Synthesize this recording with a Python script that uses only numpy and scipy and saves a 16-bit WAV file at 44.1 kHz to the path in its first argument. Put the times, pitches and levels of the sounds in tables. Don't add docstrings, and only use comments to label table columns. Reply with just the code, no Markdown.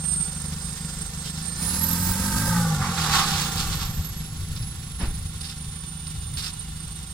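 import sys
import numpy as np
from scipy import signal
from scipy.fft import rfft, irfft
from scipy.io import wavfile
from scipy.ndimage import uniform_filter1d

SR = 44100
rng = np.random.default_rng(int(sys.argv[2]) if len(sys.argv) > 2 else 0)


def wrap_up_sound(samples):
    columns = np.atleast_2d(samples).T
    tamed = np.clip(columns, -1, 1)
    steps = np.round(tamed * 32767).astype(np.int16)
    wavfile.write(sys.argv[1], SR, steps)


N = 314433
T = np.arange(N) / SR
HZ = np.fft.rfftfreq(N, 1 / SR)

# (frequency [Hz], left minus right [dB])
ENGINE_SIDE = [(250, -8), (700, 6.5), (1300, -5.5), (2800, 1.5), (4400, -7.5), (7500, -8), (15000, -14)]
NEAR_SIDE = [(250, 1), (1400, -4.5), (3100, -1.5), (6800, -10), (15000, -11.5)]
# (start [s], length [s], attack [s], release [s])
BLOW_OFF = (2.627, 0.97, 0.32, 0.25)


def amp(db):
    return 10 ** (np.asarray(db) / 20)


def unit(x):
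    return x / np.sqrt(np.mean(x ** 2) + 1e-20)


def curve(points):
    return np.interp(T, *np.transpose(points))


def spectrum(points):
    hz, value = np.transpose(points)
    return np.interp(np.log(HZ + 1), np.log(hz + 1), value)


def envelope(start, length, attack_s, release_s):
    return np.clip((T - start) / attack_s, 0, 1) * np.exp(-np.maximum(T - start - length, 0) / release_s)


def drift(rate_hz):
    return unit(irfft(rfft(rng.standard_normal(N)) / (1 + (HZ / rate_hz) ** 4), N))


def colour(x, points, lag=1):
    cepstrum = irfft(np.log(amp(spectrum(points))), N)
    cepstrum[1:N // 2] *= 2
    cepstrum[N // 2 + 1:] = 0
    log_gain = rfft(cepstrum)
    return irfft(rfft(x) * np.exp(log_gain.real + 1j * lag * log_gain.imag), N)


def leveller(x, window=13001):
    power = uniform_filter1d((x ** 2).mean(0), window)
    return x / np.sqrt(abs(uniform_filter1d(power, window // 2)) + 1e-14)


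def stereo(pair, side):
    # (frequency [Hz], coherence [0-1])
    likeness = [(100, .985), (400, .92), (1300, .85), (2400, .45), (4400, .45), (15000, .4)]
    # (frequency [Hz], phase [rad])
    lead = [(20, 0), (1100, 0), (1720, .5), (2840, 1.5), (3530, 4.5), (5170, 7), (6800, 11), (10500, 15),
            (15400, 23)]
    common, separate = rfft(pair)
    same, tilt = spectrum(likeness), amp(spectrum(side))
    left = common * tilt * np.exp(1j * spectrum(lead))
    right = same * common + np.sqrt(1 - same ** 2) * separate
    return irfft(np.array([left, right]) / np.sqrt(1 + tilt ** 2), N)


def air(points, side):
    return unit(colour(stereo(rng.standard_normal((2, N)), side), points))


def exhaust_gain(law, speed, load):
    # (time [s], distance [0 near, 1 far])
    distance = [(0, 0.14), (1.2, 0.29), (3.4, 0.12), (4.5, 0.95), (7.13, 0.98)]
    idle_db, revs_db, load_db, far_db = law
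    revs = (speed - speed.min()) / (speed.max() - speed.min())
    return amp(idle_db + revs_db * revs + load_db * load + far_db * curve(distance))


def thuds(turns, speed, load, uneven=0.14, rough=.22, idle_jitter_s=.0004, heat=.135):
    # (frequency [Hz], level [dB])
    muffler = [(20, -19), (50, -29), (78, -6.5), (104, -31), (130, -9.5), (155, 7.5), (178, -0.5),
               (205, -10.5), (232, -5), (268, -43), (450, -43), (900, -41), (5000, -37), (12000, -49)]
    # (near idle [dB], added at top revs [dB], at full load [dB], when far [dB])
    law = (-33.5, 6, 0, -10)
    clock = np.cumsum(1 + heat * load)
    firings = np.flatnonzero((np.diff(np.floor(turns)) > 0) & (clock[1:] < N))
    size, late = rng.standard_normal((len(firings), 2)).T
    cylinder = np.array([0.9, -2.05, -1.5, -1.0])[np.arange(len(firings)) % 4]
    lumpy = np.sqrt(speed.min() / speed[firings])
    onsets = (clock[firings] + late * lumpy * idle_jitter_s * SR).astype(int)
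    pulses = np.zeros(N)
    pulses[np.clip(onsets, 0, N - 1)] = 1 + uneven * cylinder + rough * lumpy * size
    ring = np.interp(clock % N, np.arange(N), colour(pulses, muffler, lag=0.5))
    return exhaust_gain(law, speed, load) * ring / ring[:SR].std()


def boom(turns, speed, load, waver_db=0.5):
    # (near idle [dB], added at top revs [dB], at full load [dB], when far [dB])
    laws = [(-63, 9, -1, -2), (-44.5, 9.6, 4, -2.5), (-46, 3.2, -3, -2)]
    out = np.zeros(N)
    for order, law in enumerate(laws, 1):
        gain = exhaust_gain(law, speed, load) * amp(waver_db * drift(5.3))
        out += np.sqrt(2) * gain * np.cos(2 * np.pi * order * turns)
    return out


def tailpipe(turns, speed, load, heat=0.13, steady=0.85, puff_turns=0.75, tonal=0.05, blow_db=-40):
    # (frequency [Hz], width [Hz], level [dB])
    modes = [(475, 30, -8), (790, 28, 0), (1122, 55, -1), (1398, 50, -.5), (1690, 80, -8)]
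    # (near idle [dB], added at top revs [dB], at full load [dB], when far [dB])
    law = (-55, 26, 1, -3)
    flow = steady + np.exp(-(turns % 1) / puff_turns)
    knock = np.diff(np.floor(turns), prepend=0) * np.sqrt(SR)
    drive = stereo(rng.standard_normal((2, N)), ENGINE_SIDE) * flow + tonal * knock
    ring = np.zeros((2, N))
    for hz, width, db in modes:
        carrier = np.exp(2j * np.pi * np.cumsum(hz * (1 + heat * load)) / SR)
        pole = np.exp(-2 * np.pi * width / SR)
        narrow = signal.lfilter([(1 - pole) ** 2], [1, -2 * pole, pole * pole], drive / carrier)
        ring += amp(db) * unit((carrier * narrow).real)
    return np.hypot(exhaust_gain(law, speed, load), amp(blow_db) * envelope(*BLOW_OFF)) * leveller(ring)


def hiss(turns, speed, load, throb=0.16, flutter_db=1.12, blow_db=-33):
    # (frequency [Hz], level [dB])
    early_eq = [(300, -3), (450, -1), (620, -9), (900, -4), (1400, -1.5), (2400, -8.5), (3500, -1.5),
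                (5000, -0.5), (6300, 0), (8000, -0.5), (9600, -6), (10700, -2), (12500, -13.5),
                (15500, -15)]
    load_eq = [(300, -6.5), (450, -9.5), (620, -16.5), (900, -6.5), (1400, -8.5), (2400, -13.5),
               (3500, -10), (5000, -5.5), (6300, -6.5), (8000, -4.5), (9600, -4), (10700, -3.5),
               (12500, -11), (15500, -12.5)]
    late_eq = [(300, -0.5), (450, -3.5), (620, -21), (900, -4), (1400, -4.5), (2400, -5.5), (3500, 2),
               (5000, -1.5), (6300, -1.5), (8000, -1), (9600, -6.5), (10700, -5), (12500, -12),
               (15500, -17)]
    # (near idle [dB], added at top revs [dB], at full load [dB], when far [dB])
    law = (-37.5, 2, 10, -6)
    passed = np.clip((T - 2.8) / 2.0, 0, 1)
    idle = np.sqrt(1 - passed) * air(early_eq, ENGINE_SIDE) + np.sqrt(passed) * air(late_eq, ENGINE_SIDE)
    gas = np.sqrt(1 - load) * idle + np.sqrt(load) * air(load_eq, ENGINE_SIDE)
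    pulsing = 1 + throb * np.cos(2 * np.pi * (turns - .15))
    gain = np.hypot(exhaust_gain(law, speed, load ** 0.71), amp(blow_db) * envelope(*BLOW_OFF))
    return pipe_echoes(gas, load) * pulsing * gain * amp(flutter_db * drift(19))


def pipe_echoes(x, load, cool_hz=158, heat=0.1, reflect=0.11, trips=3):
    trip = SR / (2 * cool_hz * (1 + heat * load))
    n = np.arange(N)
    return np.array([sum((-reflect) ** k * np.interp(n - np.round(k * trip), n, channel)
                         for k in range(trips + 1)) for channel in x])


def bounce(x, scatter=0.61, count=24):
    delay_s, size = rng.uniform(.001, .012, count), rng.standard_normal(count)
    taps = np.zeros(SR // 50)
    taps[(delay_s * SR).astype(int)] = scatter * size / np.linalg.norm(size)
    taps[0] = 1
    return signal.oaconvolve(x, taps[None] / np.linalg.norm(taps), axes=1)[:, :N]


def turbo_pitch(spool_s=1.59, climb_hz=13960, coast_s=2.77, top_hz=25466, decay_s=.718):
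    # (time [s], pitch [Hz])
    idle = [(0, 8612), (.6, 8571), (1.35, 8455), (1.58, 8806)]
    rest_hz, sag_hz_per_s = 9206, 87
    spool = curve(idle) + climb_hz * np.maximum(T - spool_s, 0) ** 1.136
    since = np.maximum(T - coast_s, 0)
    coast = rest_hz - sag_hz_per_s * since + (top_hz - rest_hz) * np.exp(-since / decay_s)
    return np.minimum(spool, coast)


def whistle(turns, load, idle_swing_hz=12, load_swing_hz=90, wander_hz=6, fuzz_hz=150, throb=0.2):
    # (time [s], level [dB])
    fader = [(0, -29.5), (.2, -20), (.33, -33), (1.4, -38), (1.72, -23.5), (3.5, -40.5), (4.4, -42.5),
             (6.1, -36.5), (7.13, -38.5)]
    pitch, kick = turbo_pitch(), np.sin(2 * np.pi * turns)
    strain = np.maximum(load, np.clip(.4 * (pitch / pitch.min() - 1), 0, 1))
    hz = pitch + (idle_swing_hz + load_swing_hz * strain) * kick + wander_hz * drift(38)
    out = []
    for pan_db in (-12, -1):
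        fray = fuzz_hz * (0.119 + strain) * drift(211.5)
        tone = np.sqrt(2) * np.sin(2 * np.pi * np.cumsum(hz + fray) / SR)
        fading_db = 3.5 * drift(70) + 2 * drift(12)
        out.append(tone * (1 + throb * kick) * amp(curve(fader) + pan_db + fading_db))
    return np.array(out)


def singing(left_db=-4):
    # (start [s], end [s], frequency [Hz], width [Hz], level [dB])
    tones = [(0, .45, 1400, 50, -53), (.4, 1.1, 4930, 130, -48), (1.25, 2.2, 4150, 240, -45),
             (1.2, 2.5, 4950, 420, -46), (1.24, 1.31, 3150, 300, -45), (1.3, 2, 1780, 90, -51),
             (5.2, 7.6, 2900, 160, -58), (5, 7.6, 3560, 260, -55.5)]
    out = np.zeros(N)
    for start, end, hz, width, db in tones:
        swell = np.sin(np.pi * np.clip((T - start) / (end - start), 0, 1))
        band = irfft(rfft(rng.standard_normal(N)) / (1 + ((HZ - hz) / width * 2) ** 2), N)
        out += amp(db) * swell * unit(band)
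    return out * amp([[left_db], [0]])


def breeze(calm_db=-42, buffet_db=2.54):
    # (middle [s], half-length [s], level [dB])
    gusts = [(2.383, 0.4, -32.5), (3.232, 0.12, -33), (3.775, 0.21, -30), (4.434, 0.45, -34),
             (5.143, 0.14, -35), (6.284, 0.12, -33.5), (6.922, 0.13, -47)]
    # (frequency [Hz], level [dB])
    wind_eq = [(10, -12), (30, -5.5), (60, -3), (100, -3.5), (140, -7), (260, -31.5), (700, -45)]
    wind = amp(calm_db)
    for middle, half, db in gusts:
        wind = np.hypot(wind, amp(db) * np.exp(-.5 * ((T - middle) / half) ** 2))
    return air(wind_eq, NEAR_SIDE) * wind * amp(buffet_db * drift(14))


def gravel(grit_db=-55, grains_per_s=14000, spread_db=2.6):
    # (start [s], nominal length [s], level [dB])
    steps = [(1.235, 0.064, -36.5), (1.344, 0.095, -44), (3.57, 0.029, -30), (3.723, 0.021, -33),
             (4.56, 0.024, -38.5), (4.622, 0.021, -41), (4.993, 0.063, -42), (5.408, 0.012, -34),
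             (5.43, 0.047, -36.5), (5.484, 0.042, -36.5), (6.068, .005, -36), (6.37, 0.042, -30),
             (6.419, 0.076, -31)]
    # (frequency [Hz], level [dB])
    stone_eq = [(300, -22), (800, -19), (1400, -9), (2100, -11), (3200, -3), (4300, 0), (5200, 1),
                (6400, -9), (8500, -10), (11000, -14), (15500, -25)]
    size = amp(spread_db * np.minimum(rng.exponential(1, N), 4))
    hits = rng.random(N) < grains_per_s / SR
    press = np.full(N, amp(grit_db))
    for start, length, db in steps:
        progress = np.clip((T - start) / (1.3 * length), 0, 1)
        press += amp(db) * 2.5 * np.sqrt(progress) * (1 - progress)
    clicks = stereo(size * hits * rng.standard_normal((2, N)), NEAR_SIDE)
    crunch = bounce(clicks, scatter=0.88) * amp(drift(110))
    return press * unit(colour(crunch, stone_eq))


def boost_rush(body_db=-1, top_db=2.0, flutter_db=1.06, flow_db=-40):
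    # (start [s], length [s], level [dB], treble offset [dB])
    puffs = [(2.792, 0.097, -29.5, -21), (2.955, 0.23, -29.5, -2.5), (3.107, .11, -23, -2),
             (3.252, 0.15, -32.5, 2.5), (3.393, 0.068, -38, 3.5), (3.572, 0.036, -39.5, 9),
             (3.699, 0.041, -38.5, 4.5), (3.785, 0.044, -35.5, 2)]
    # (frequency [Hz], level [dB])
    body_eq = [(250, -14), (430, -10.5), (620, -24), (780, 4.5), (950, -4.5), (1130, 5), (1600, -2),
               (2200, -6.5), (3500, -19), (8000, -55)]
    top_eq = [(1200, -38), (2500, -6), (3500, -0.5), (4800, -1.5), (6500, -5.5), (8500, -10.5),
              (10000, -14.5), (11000, -11.5), (15500, -20)]
    body = top = amp(flow_db) * envelope(*BLOW_OFF)
    for start, length, db, treble_db in puffs:
        puff = amp(db) * envelope(start, length, attack_s=0.027, release_s=0.044)
        body, top = np.hypot(body, puff), np.hypot(top, amp(treble_db) * puff)
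    rush = amp(body_db) * body * air(body_eq, NEAR_SIDE) + amp(top_db) * top * air(top_eq, NEAR_SIDE)
    return rush * amp(flutter_db * drift(110))


def handling(rub_db=-32):
    # (time [s], frequency [Hz], t60 [s], level [dB])
    knocks = [(5.035, 62.7, 0.1, -15), (5.077, 27.1, 0.19, -17)]
    rub_eq = [(40, -7.0), (200, 5.5), (450, -12.5), (1400, -14.5), (3000, -15), (9000, -71)]
    grip = np.interp(T, [4.99, 5.01, 5.04, 5.07, 5.14], [0.063, 1.3, 1.26, 0.51, 0.042])
    out = air(rub_eq, NEAR_SIDE) * amp(rub_db) * grip
    for start, hz, t60, db in knocks:
        age = np.maximum(T - start, 0)
        out += amp(db - 60 * age / t60) * np.sin(2 * np.pi * hz * age)
    return out


def scene():
    # (time [s], firing rate [Hz])
    firing_rate = [(0, 24.8), (1.3, 24.5), (1.57, 29.9), (1.8, 40.6), (2.3, 49.3), (2.58, 58.7),
                   (2.8, 47.5), (3.1, 37.3), (3.5, 27.3), (4.2, 25.5), (7.13, 26.2)]
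    # (time [s], load [0-1])
    fuel = [(0, 0), (1.56, .02), (1.615, .7), (1.9, 1), (2.5, 1), (2.66, .35), (2.8, 0)]
    speed, load = curve(firing_rate), curve(fuel)
    turns = np.cumsum(speed * (1 + 0.00387 * drift(3.8))) / SR
    engine = turns, speed, load
    exhaust = thuds(*engine) + boom(*engine) + tailpipe(*engine) + bounce(hiss(*engine))
    return exhaust + whistle(turns, load) + singing() + breeze() + gravel() + boost_rush() + handling()


def record(dry):
    edge_hz = 15850
    lowpass = signal.firwin(801, edge_hz, window=("kaiser", 10), fs=SR)
    return signal.oaconvolve(dry, lowpass[None], "same", axes=1)


dry = scene()
out = record(dry)
wrap_up_sound(out)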